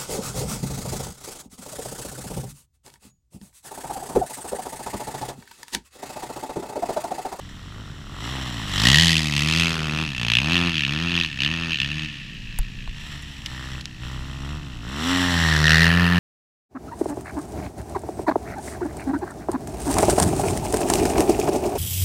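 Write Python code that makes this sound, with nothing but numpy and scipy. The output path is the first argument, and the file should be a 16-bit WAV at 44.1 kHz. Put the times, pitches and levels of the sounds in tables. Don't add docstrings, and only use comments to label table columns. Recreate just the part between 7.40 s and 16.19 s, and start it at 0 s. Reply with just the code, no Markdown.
import sys
import numpy as np
from scipy import signal
from scipy.fft import rfft, irfft, next_fast_len
from scipy.io import wavfile
from scipy.ndimage import uniform_filter1d, map_coordinates

SR = 44100
rng = np.random.default_rng(int(sys.argv[2]) if len(sys.argv) > 2 else 0)


def waveform_to_disk(signal):
    frames = np.transpose(np.atleast_2d(signal))
    scaled = np.clip(frames, -1, 1) * 32767
    samples = np.round(scaled).astype(np.int16)
    wavfile.write(sys.argv[1], SR, samples)


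N = 387638

# (time [s], initial firing rate [Hz], climb [s], final firing rate [Hz], hold [s],
# full drop once eased off [dB])
FIRST_SURGES = [(0.14, 41.0, 0.27, 54.0, 0.01, 2.0), (0.66, 34.3, 0.26, 66.8, 0.08, 2.0),
                (1.35, 45.2, 0.28, 84.5, 0.02, 1.0), (1.97, 71.6, 0.23, 83.9, 0.1, 1.0),
                (2.49, 74.9, 0.13, 79.4, 0.03, 9.0), (2.79, 57.9, 0.08, 57.8, 0.08, 1.0),
                (2.96, 58.8, 0.17, 87.2, 0.17, 8.0), (3.46, 66.6, 0.19, 86.2, 0.17, 13.0),
                (3.98, 61.7, 0.15, 83.8, 0.19, 8.0), (4.39, 65.1, 0.17, 77.4, 0.11, 14.0)]
SECOND_SURGES = [(5.6, 72.0, 0.09, 74.3, 0.09, 8.0), (6.07, 62.5, 0.21, 65.1, 0.13, 18.0),
                 (6.61, 61.7, 0.17, 64.8, 0.02, 3.0), (7.02, 67.6, 0.14, 76.5, 0.01, 7.0),
                 (7.42, 54.6, 0.29, 90.9, 0.14, 1.0), (8.19, 75.4, 0.42, 87.3, 0.08, 1.0)]
# (time [s], second order level [dB], third order level [dB], bark level [dB], rasp level [dB])
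FIRST_PASS = [(0.0, -37.0, -62, -46.5, -53), (0.68, -35.5, -38, -37.5, -51.5),
              (0.85, -34.0, -42.5, -35, -34.5), (1.25, -31, -34, -33.5, -33),
              (1.48, -18.5, -22, -25, -15.5), (1.6, -20, -37, -33, -16), (1.85, -26.5, -33, -38.5, -25.5),
              (2.2, -25.5, -34.5, -35, -20.5), (2.36, -30.5, -38, -32.5, -27),
              (2.5, -29.5, -36, -35.5, -28.5), (3.201, -27, -31.5, -34, -25.5),
              (3.6, -30, -35.5, -39, -27.5), (4.15, -32.5, -38, -42, -29.5), (4.3, -34.5, -41.0, -41, -31),
              (4.7, -32, -40, -52, -31.5), (5.6, -53, -44, -80, -35.5)]
SECOND_PASS = [(5.6, -43.5, -58.0, -54.5, -37.5), (6.2, -36.5, -47, -45.5, -38),
               (6.75, -34.5, -49.5, -44.5, -40.5), (7.42, -36, -40.5, -43, -44), (7.7, -38, -29, -34, -24),
               (8.0, -26, -41, -33, -23.0), (8.3, -21.0, -34.5, -30.5, -18.5), (8.79, -21.5, -34, -33, -24)]
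# (time [s], facing [0 head on, 1 side on, 2 tail on])
FIRST_TURN = [(0, 0.059), (1.25, 0.14), (1.48, 0.8), (1.66, 1.17), (1.85, 1.47), (2.599, 1.77),
              (2.95, 1.78), (3.6, 1.9)]
SECOND_TURN = [(5.9, 0.017), (6.2, 0.43), (6.9, 0.17), (7.5, 0.038), (7.85, 0.29), (8.1, 0.56),
               (8.38, 1.29), (8.55, 2.33)]
# (frequency [Hz], relative level [dB])
FIRST_SIDE = [(900, -53), (1500, -5.5), (1900, 11), (2300, -5.5), (3000, 9.5), (3600, 3.5), (4300, 3),
              (5000, 0), (5700, -5), (6500, -4), (10000, -17), (13000, -22), (15000, -41.5)]
FIRST_TAIL = [(900, -20.5), (1400, -17.5), (1800, 2), (2100, -11), (2650, 6), (3200, -1.5), (4300, -9.5),
              (6200, -21), (6600, -14), (7300, -36), (10000, -42.5), (15000, -49)]
SECOND_SIDE = [(900, -16), (1450, -9), (1850, 8), (2280, -16), (2900, -11), (4200, -7), (4900, -14.5),
               (5600, -10.5), (6600, -23), (7600, -23.5), (9000, -27.5), (15000, -38.5)]
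SECOND_TAIL = [(900, -10.5), (1450, -12), (1780, 8.5), (2200, -7.5), (2750, 2), (3400, -10), (4200, -8.5),
               (6500, -23), (7600, -26.5), (9000, -27), (15000, -32)]
# (frequency [Hz], relative level [dB])
SILENCER_BODY = [(250, -18), (360, 5.5), (500, 1), (620, 3), (800, 1.5), (1100, 3), (1400, 4), (2000, -8.5),
                 (4000, -65)]
AIR_BOX = [(200, -9), (280, 14), (360, -1.5), (450, -19.5), (700, -7.5), (1400, -14), (3000, -60)]
PIPE_RING = [(900, -14.5), (1400, -15), (2100, -10), (2700, 9), (3500, 0.5), (4500, -11), (6600, -22.5),
             (8000, -37), (15000, -39)]
# (frequency [Hz], relative level [dB])
HEAD_ON_RUSH = [(900, -6), (1500, -5), (1900, 6.5), (2300, -4.5), (3000, 5.5), (4100, -0.5), (4700, -12),
                (5600, -1), (6500, -16.5), (7600, -5.5), (8900, -23), (10000, -16.5), (11500, -23.5),
                (15000, -25)]
# (time [s], level over the rasp [dB], Gaussian half length [s])
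FLARES = [(1.774, -2, 0.028), (1.979, -2, 0.028), (2.94, 8, 0.053), (3.146, 2, 0.037), (3.387, 2.5, 0.047),
          (3.446, 0, 0.025), (3.788, 1.5, 0.046), (3.846, 9.5, 0.02), (4.037, 7, .03), (4.333, 7.5, 0.028),
          (4.414, 5.5, 0.038), (8.295, -3.5, 0.031)]
# (time [s], second bike's share of power [0 to 1])
HANDOVER = [(5.52, 0.067), (5.66, 0.79)]
# (time [s], level relative to direct sound [dB])
ECHO = [(0, -10), (1.6, -19), (2.95, -19), (4.5, -13), (4.9, 4), (5.9, -4), (6.2, -16), (8.3, -17)]
# (time [s], peak level [dB], ring frequency [Hz], 60 dB decay of the noise [s])
CLODS = [(5.188, -14, 10000, 0.01), (5.1883, -21.5, 905, 0.02), (5.476, -28, 890, 0.02),
         (5.823, -36, 7000, 0.018), (6.06, -16, 3050, 0.022), (6.4096, -22.5, 3090, 0.026),
         (6.456, -16, 3340, 0.005)]
# (time [s], level [dB])
WIND = [(0.0, -55), (1.44, -43), (1.86, -69), (2.55, -49), (4.87, -43.5), (5.19, -31.5), (5.88, -40),
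        (7.64, -41), (8.57, -52), (8.79, -51)]
# (time [s], sine amplitude before decay [dB], frequency [Hz])
BUFFETS = [(5.192, -12, 31), (5.482, -21, 38)]
# (central firing rate [Hz], level before swells [dB])
FAR_BIKES = [(74.54, -48), (57, -46.5)]
# (frequency [Hz], relative level [dB])
MURMUR = [(20, 12.5), (60, 6), (150, 6), (300, -17.5), (600, -20.5), (1500, -27), (3000, -13),
          (7000, -20.5), (15000, -54)]
# (frequency [Hz], relative level [dB])
WIND_COLOUR = [(16, -4.5), (35, 4.0), (60, -23), (120, -6.5), (400, -89), (2000, -112)]
DRONE_COLOUR = [(70, -8), (140, -1.5), (200, -2.5), (320, -17.5), (700, -37.5), (4000, -51.0)]

SAG_HZ_PER_S = 9
FLYWHEEL_S, THROTTLE_S = 0.0524, 0.042
CRUISE_HZ = 80
BOOM_DB_PER_OCTAVE, BARK_DB_PER_OCTAVE, RASP_DB_PER_OCTAVE = 9, 6.5, 0.5
BOOM_DROP, RASP_DROP = 0.56, 0.47
HONK_SIDE, HONK_HOLD = 0.55, 0.81
FLARE_BODY = 0.36
GROUND_S, GROUND_DB = 0.000864, -10
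BOUNCE = 0.18
TOP_HZ = 15600


def riders():
    first_engine = throttle(FIRST_SURGES, end_s=4.9, end_hz=57)
    second_engine = throttle(SECOND_SURGES, end_s=8.9, end_hz=89)
    first = bike(first_engine, FIRST_PASS, FIRST_TURN, FIRST_SIDE, FIRST_TAIL,
                 blur=0.3, rough=0.8, decay=0.0056, first_db=-6.5, fourth_db=-3.5,
                 boom_db=4.0, bark_db=0.0, intake_db=-5.5, rasp_db=0.5, rush_db=-0.6)
    second = bike(second_engine, SECOND_PASS, SECOND_TURN, SECOND_SIDE, SECOND_TAIL,
                  blur=0, rough=0.87, decay=0.0058, first_db=-3.5, fourth_db=-25,
                  boom_db=5, bark_db=4.0, intake_db=1, rasp_db=0.5, rush_db=-0.37)
    second_share, = curves(HANDOVER)
    return blend(first, second, second_share)


def bike(engine, passing, turn, side, tail, blur, rough, decay,
         first_db, fourth_db, boom_db, bark_db, intake_db, rasp_db, rush_db):
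    rate, drop_db = engine
    two_db, three_db, bark_level_db, rasp_level_db = levels(passing, rate, drop_db)
    facing, = curves(turn)
    head_on, side_on, tail_on = [np.cos(np.pi / 2 * np.minimum(abs(facing - k), 1)) for k in range(3)]
    grip = .01 * wobble(25)
    cycles = np.cumsum(rate) / SR + grip
    order_db = [two_db + first_db + 5 * head_on, two_db, three_db, three_db + fourth_db]
    low = amp(boom_db) * boom(cycles, order_db)
    body = bark(cycles, rate, .12 + blur * head_on) * amp(bark_db - head_on)
    intake_gain = amp(intake_db + HONK_HOLD * drop_db) * (head_on + HONK_SIDE * side_on)
    middle = amp(bark_level_db) * (ground(body) + intake_gain * honk(cycles))
    gas = amp(rasp_db) * rasp(cycles, rate, side_on, tail_on, side, tail, rough, decay)
    oncoming = amp(rush_db) * head_on * rush(cycles)
    return low + middle + amp(rasp_level_db) * (gas + oncoming)


def throttle(surges, end_s, end_hz):
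    t = np.arange(N) / SR
    knots, drop_db = [], np.zeros(N)
    reopens = [row[0] for row in surges[1:]] + [N / SR]
    for (start, low, climb, high, hold, db), reopen in zip(surges, reopens):
        shut = min(start + climb + hold, reopen)
        top = min(start + climb, shut)
        knots += [(start, low), (top, high), (shut, high - SAG_HZ_PER_S * hold)]
        inside_s = np.minimum(t - shut, reopen - t)
        drop_db += db * np.clip(inside_s / THROTTLE_S + .5, 0, 1)
    rate, = curves(knots + [(end_s, end_hz)])
    return uniform_filter1d(rate, int(FLYWHEEL_S * SR)), drop_db


def levels(passing, rate, drop_db):
    two_db, three_db, bark_db, rasp_db = curves(passing)
    octaves = np.log2(rate / CRUISE_HZ)
    boom_effort_db = BOOM_DB_PER_OCTAVE * octaves - BOOM_DROP * drop_db
    bark_effort_db = BARK_DB_PER_OCTAVE * octaves - drop_db
    rasp_effort_db = RASP_DB_PER_OCTAVE * octaves - RASP_DROP * drop_db
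    return two_db + boom_effort_db, three_db + boom_effort_db, bark_db + bark_effort_db, rasp_db + rasp_effort_db


def boom(cycles, order_db):
    total = np.zeros(N)
    for k, db in enumerate(order_db, 1):
        phase = 2 * np.pi * k * (cycles - .14) + 0.74 - 2 * np.log2(k)
        total += amp(db + 0.92 * wobble(35)) * np.cos(phase)
    return total


def bark(cycles, rate, blur_share):
    puffs = blasts(cycles, rate, rise=0.0016, decay=0.0038, leak=0.3, scatter_db=3.0)
    beats = blend(pulses(cycles, scatter_db=.8, smear=.002), puffs, blur_share)
    return coloured(beats, SILENCER_BODY)


def honk(cycles):
    return coloured(pulses(cycles + 1 / 3, scatter_db=1.5, smear=0.0022), AIR_BOX)


def rasp(cycles, rate, side_on, tail_on, side, tail, rough, decay):
    jet = blasts(cycles, rate, rise=.0005, decay=decay, leak=.08, scatter_db=1.5)
    front = chambers(pulses(cycles, scatter_db=2.2, smear=0.001735), depth=.75, spacing=0.000715)
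    gas = blend(front, jet, rough)
    steady = side_on * coloured(gas, side) + tail_on * coloured(gas, tail)
    flare = flares()
    bang = blasts(cycles, rate, rise=0.00024, decay=.002, leak=0.0083, scatter_db=2)
    crack = coloured(blend(front, bang, 0.78), PIPE_RING)
    return (1 + FLARE_BODY * flare) * steady + flare * crack


def flares():
    t = np.arange(N) / SR
    return sum(amp(db) * np.exp(-((t - s) / length) ** 2) for s, db, length in FLARES)


def rush(cycles):
    rattle = amp(1.6 * np.cos(4 * np.pi * cycles) + 2.15 * wobble(300))
    return coloured(rattle * noise(), HEAD_ON_RUSH)


def pulses(cycles, scatter_db, smear):
    at = np.interp(np.arange(1, int(cycles[-1]) + 1), cycles, np.arange(N))
    taps = at.astype(int)[:, None] + np.arange(-7, 9)
    offset = taps - at[:, None]
    shape = np.sinc(offset) * np.sinc(offset / 8)
    sizes = amp(scatter_db * rng.standard_normal((1000, 1)))[:len(at)]
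    train = np.bincount(np.clip(taps, 0, N - 1).ravel(), (sizes * shape).ravel(), N)
    return unit(filtered(train, lambda hz: np.exp(-2j * np.pi * smear * (np.hypot(hz, 2500) - 2500))))


def blasts(cycles, rate, rise, decay, leak, scatter_db):
    age = cycles % 1 / rate
    sizes = amp(scatter_db * rng.standard_normal(1000))[cycles.astype(int) % 1000]
    gate = (1 - np.exp(-(age / rise) ** 2)) * np.exp(-(age / decay) ** 2)
    return unit((sizes * gate + leak) * noise())


def chambers(x, depth, spacing):
    return filtered(x, lambda hz: np.exp(1j * depth * np.sin(2 * np.pi * hz * spacing)))


def ground(x):
    n = np.arange(N)
    lag = GROUND_S * SR * np.exp(BOUNCE * wobble(3))
    reflection = amp(GROUND_DB) * np.interp(n - lag, n, x)
    return (x + reflection) / np.hypot(1, amp(GROUND_DB))


def field(x, t60):
    t = np.arange(SR // 2) / SR
    echo = rng.standard_normal(len(t)) * amp(-60 * t / t60) * (t > .008)
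    wet = signal.fftconvolve(x, echo / np.linalg.norm(echo))[:N]
    dull = filtered(wet, lambda hz: hz / (hz + 300) / (1 + (hz / 7000) ** 2))
    send = amp(curves(ECHO)[0])
    return (x + send * dull) / np.hypot(1, send)


def clods():
    out, t = np.zeros(N + SR), np.arange(SR // 10) / SR
    for s, db, hz, t60 in CLODS:
        crack = rng.standard_normal(len(t)) * amp(-60 * t / t60)
        ring = signal.iirpeak(min(hz, TOP_HZ), np.clip(hz / 3000, .35, 1.5), fs=SR)
        once = signal.lfilter(*ring, crack)
        hit = signal.lfilter(*ring, once)
        out[round(s * SR):][:len(t)] += amp(db) * hit / abs(hit).max()
    return out[:N]


def wind():
    level_db, = curves(WIND)
    gust_db = 1.4 * wobble(4)
    out = amp(level_db - 2.0 + gust_db) * coloured(noise(), WIND_COLOUR)
    for s, db, hz in BUFFETS:
        age = np.maximum(np.arange(N) / SR - s, 0)
        out -= amp(db) * np.sin(2 * np.pi * hz * age) * np.exp(-(age / 0.027) ** 2)
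    return out


def distance(air_db):
    out = amp(air_db) * coloured(noise(), MURMUR)
    for rate, db in FAR_BIKES:
        cycles = np.cumsum(rate * np.exp(.09 * wobble(3))) / SR
        drone = coloured(pulses(cycles, scatter_db=2.0, smear=0.0018), DRONE_COLOUR)
        swell_db = 1.8 * wobble(5)
        out += amp(db + swell_db) * drone
    return out


def amp(db):
    return 10 ** (np.asarray(db) / 20)


def unit(x):
    return x / np.sqrt(np.mean(x ** 2) + 1e-20)


def blend(a, b, share):
    share = np.clip(share, 0, 1)
    return np.sqrt(1 - share) * a + np.sqrt(share) * b


def noise():
    return rng.standard_normal(N)


def wobble(rate):
    knots = rng.standard_normal(int(N * rate / SR) + 4)
    return map_coordinates(knots, [np.arange(N) * rate / SR])


def curves(rows):
    s, *cols = np.transpose(rows)
    return [np.interp(np.arange(N) / SR, s, c) for c in cols]


def filtered(x, response):
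    m = next_fast_len(N + SR // 2)
    return irfft(rfft(x, m) * response(np.fft.rfftfreq(m, 1 / SR)), m)[:N]


def coloured(x, points, size=8192):
    f, db = np.transpose(points)
    hz = np.fft.rfftfreq(size, 1 / SR) + 1
    skirt_db = 24 * np.minimum(np.log2(hz / f[0]), 0)
    curve_db = np.interp(np.log(hz), np.log(f), db) + skirt_db
    cepstrum = irfft(np.log(amp(curve_db) + 1e-5))
    cepstrum[1:size // 2] *= 2
    cepstrum[size // 2 + 1:] = 0
    impulse = irfft(np.exp(rfft(cepstrum)))
    return unit(signal.fftconvolve(x, impulse)[:N])


def scene():
    return (field(riders(), t60=0.97) + clods() + wind() + distance(air_db=-48.5))[None]


def record(dry):
    rounded = dry[0] / (1 + (dry[0] / .95) ** 6) ** (1 / 6)
    return filtered(rounded, lambda hz: hz < TOP_HZ)[None]


dry = scene()
out = record(dry)
waveform_to_disk(out)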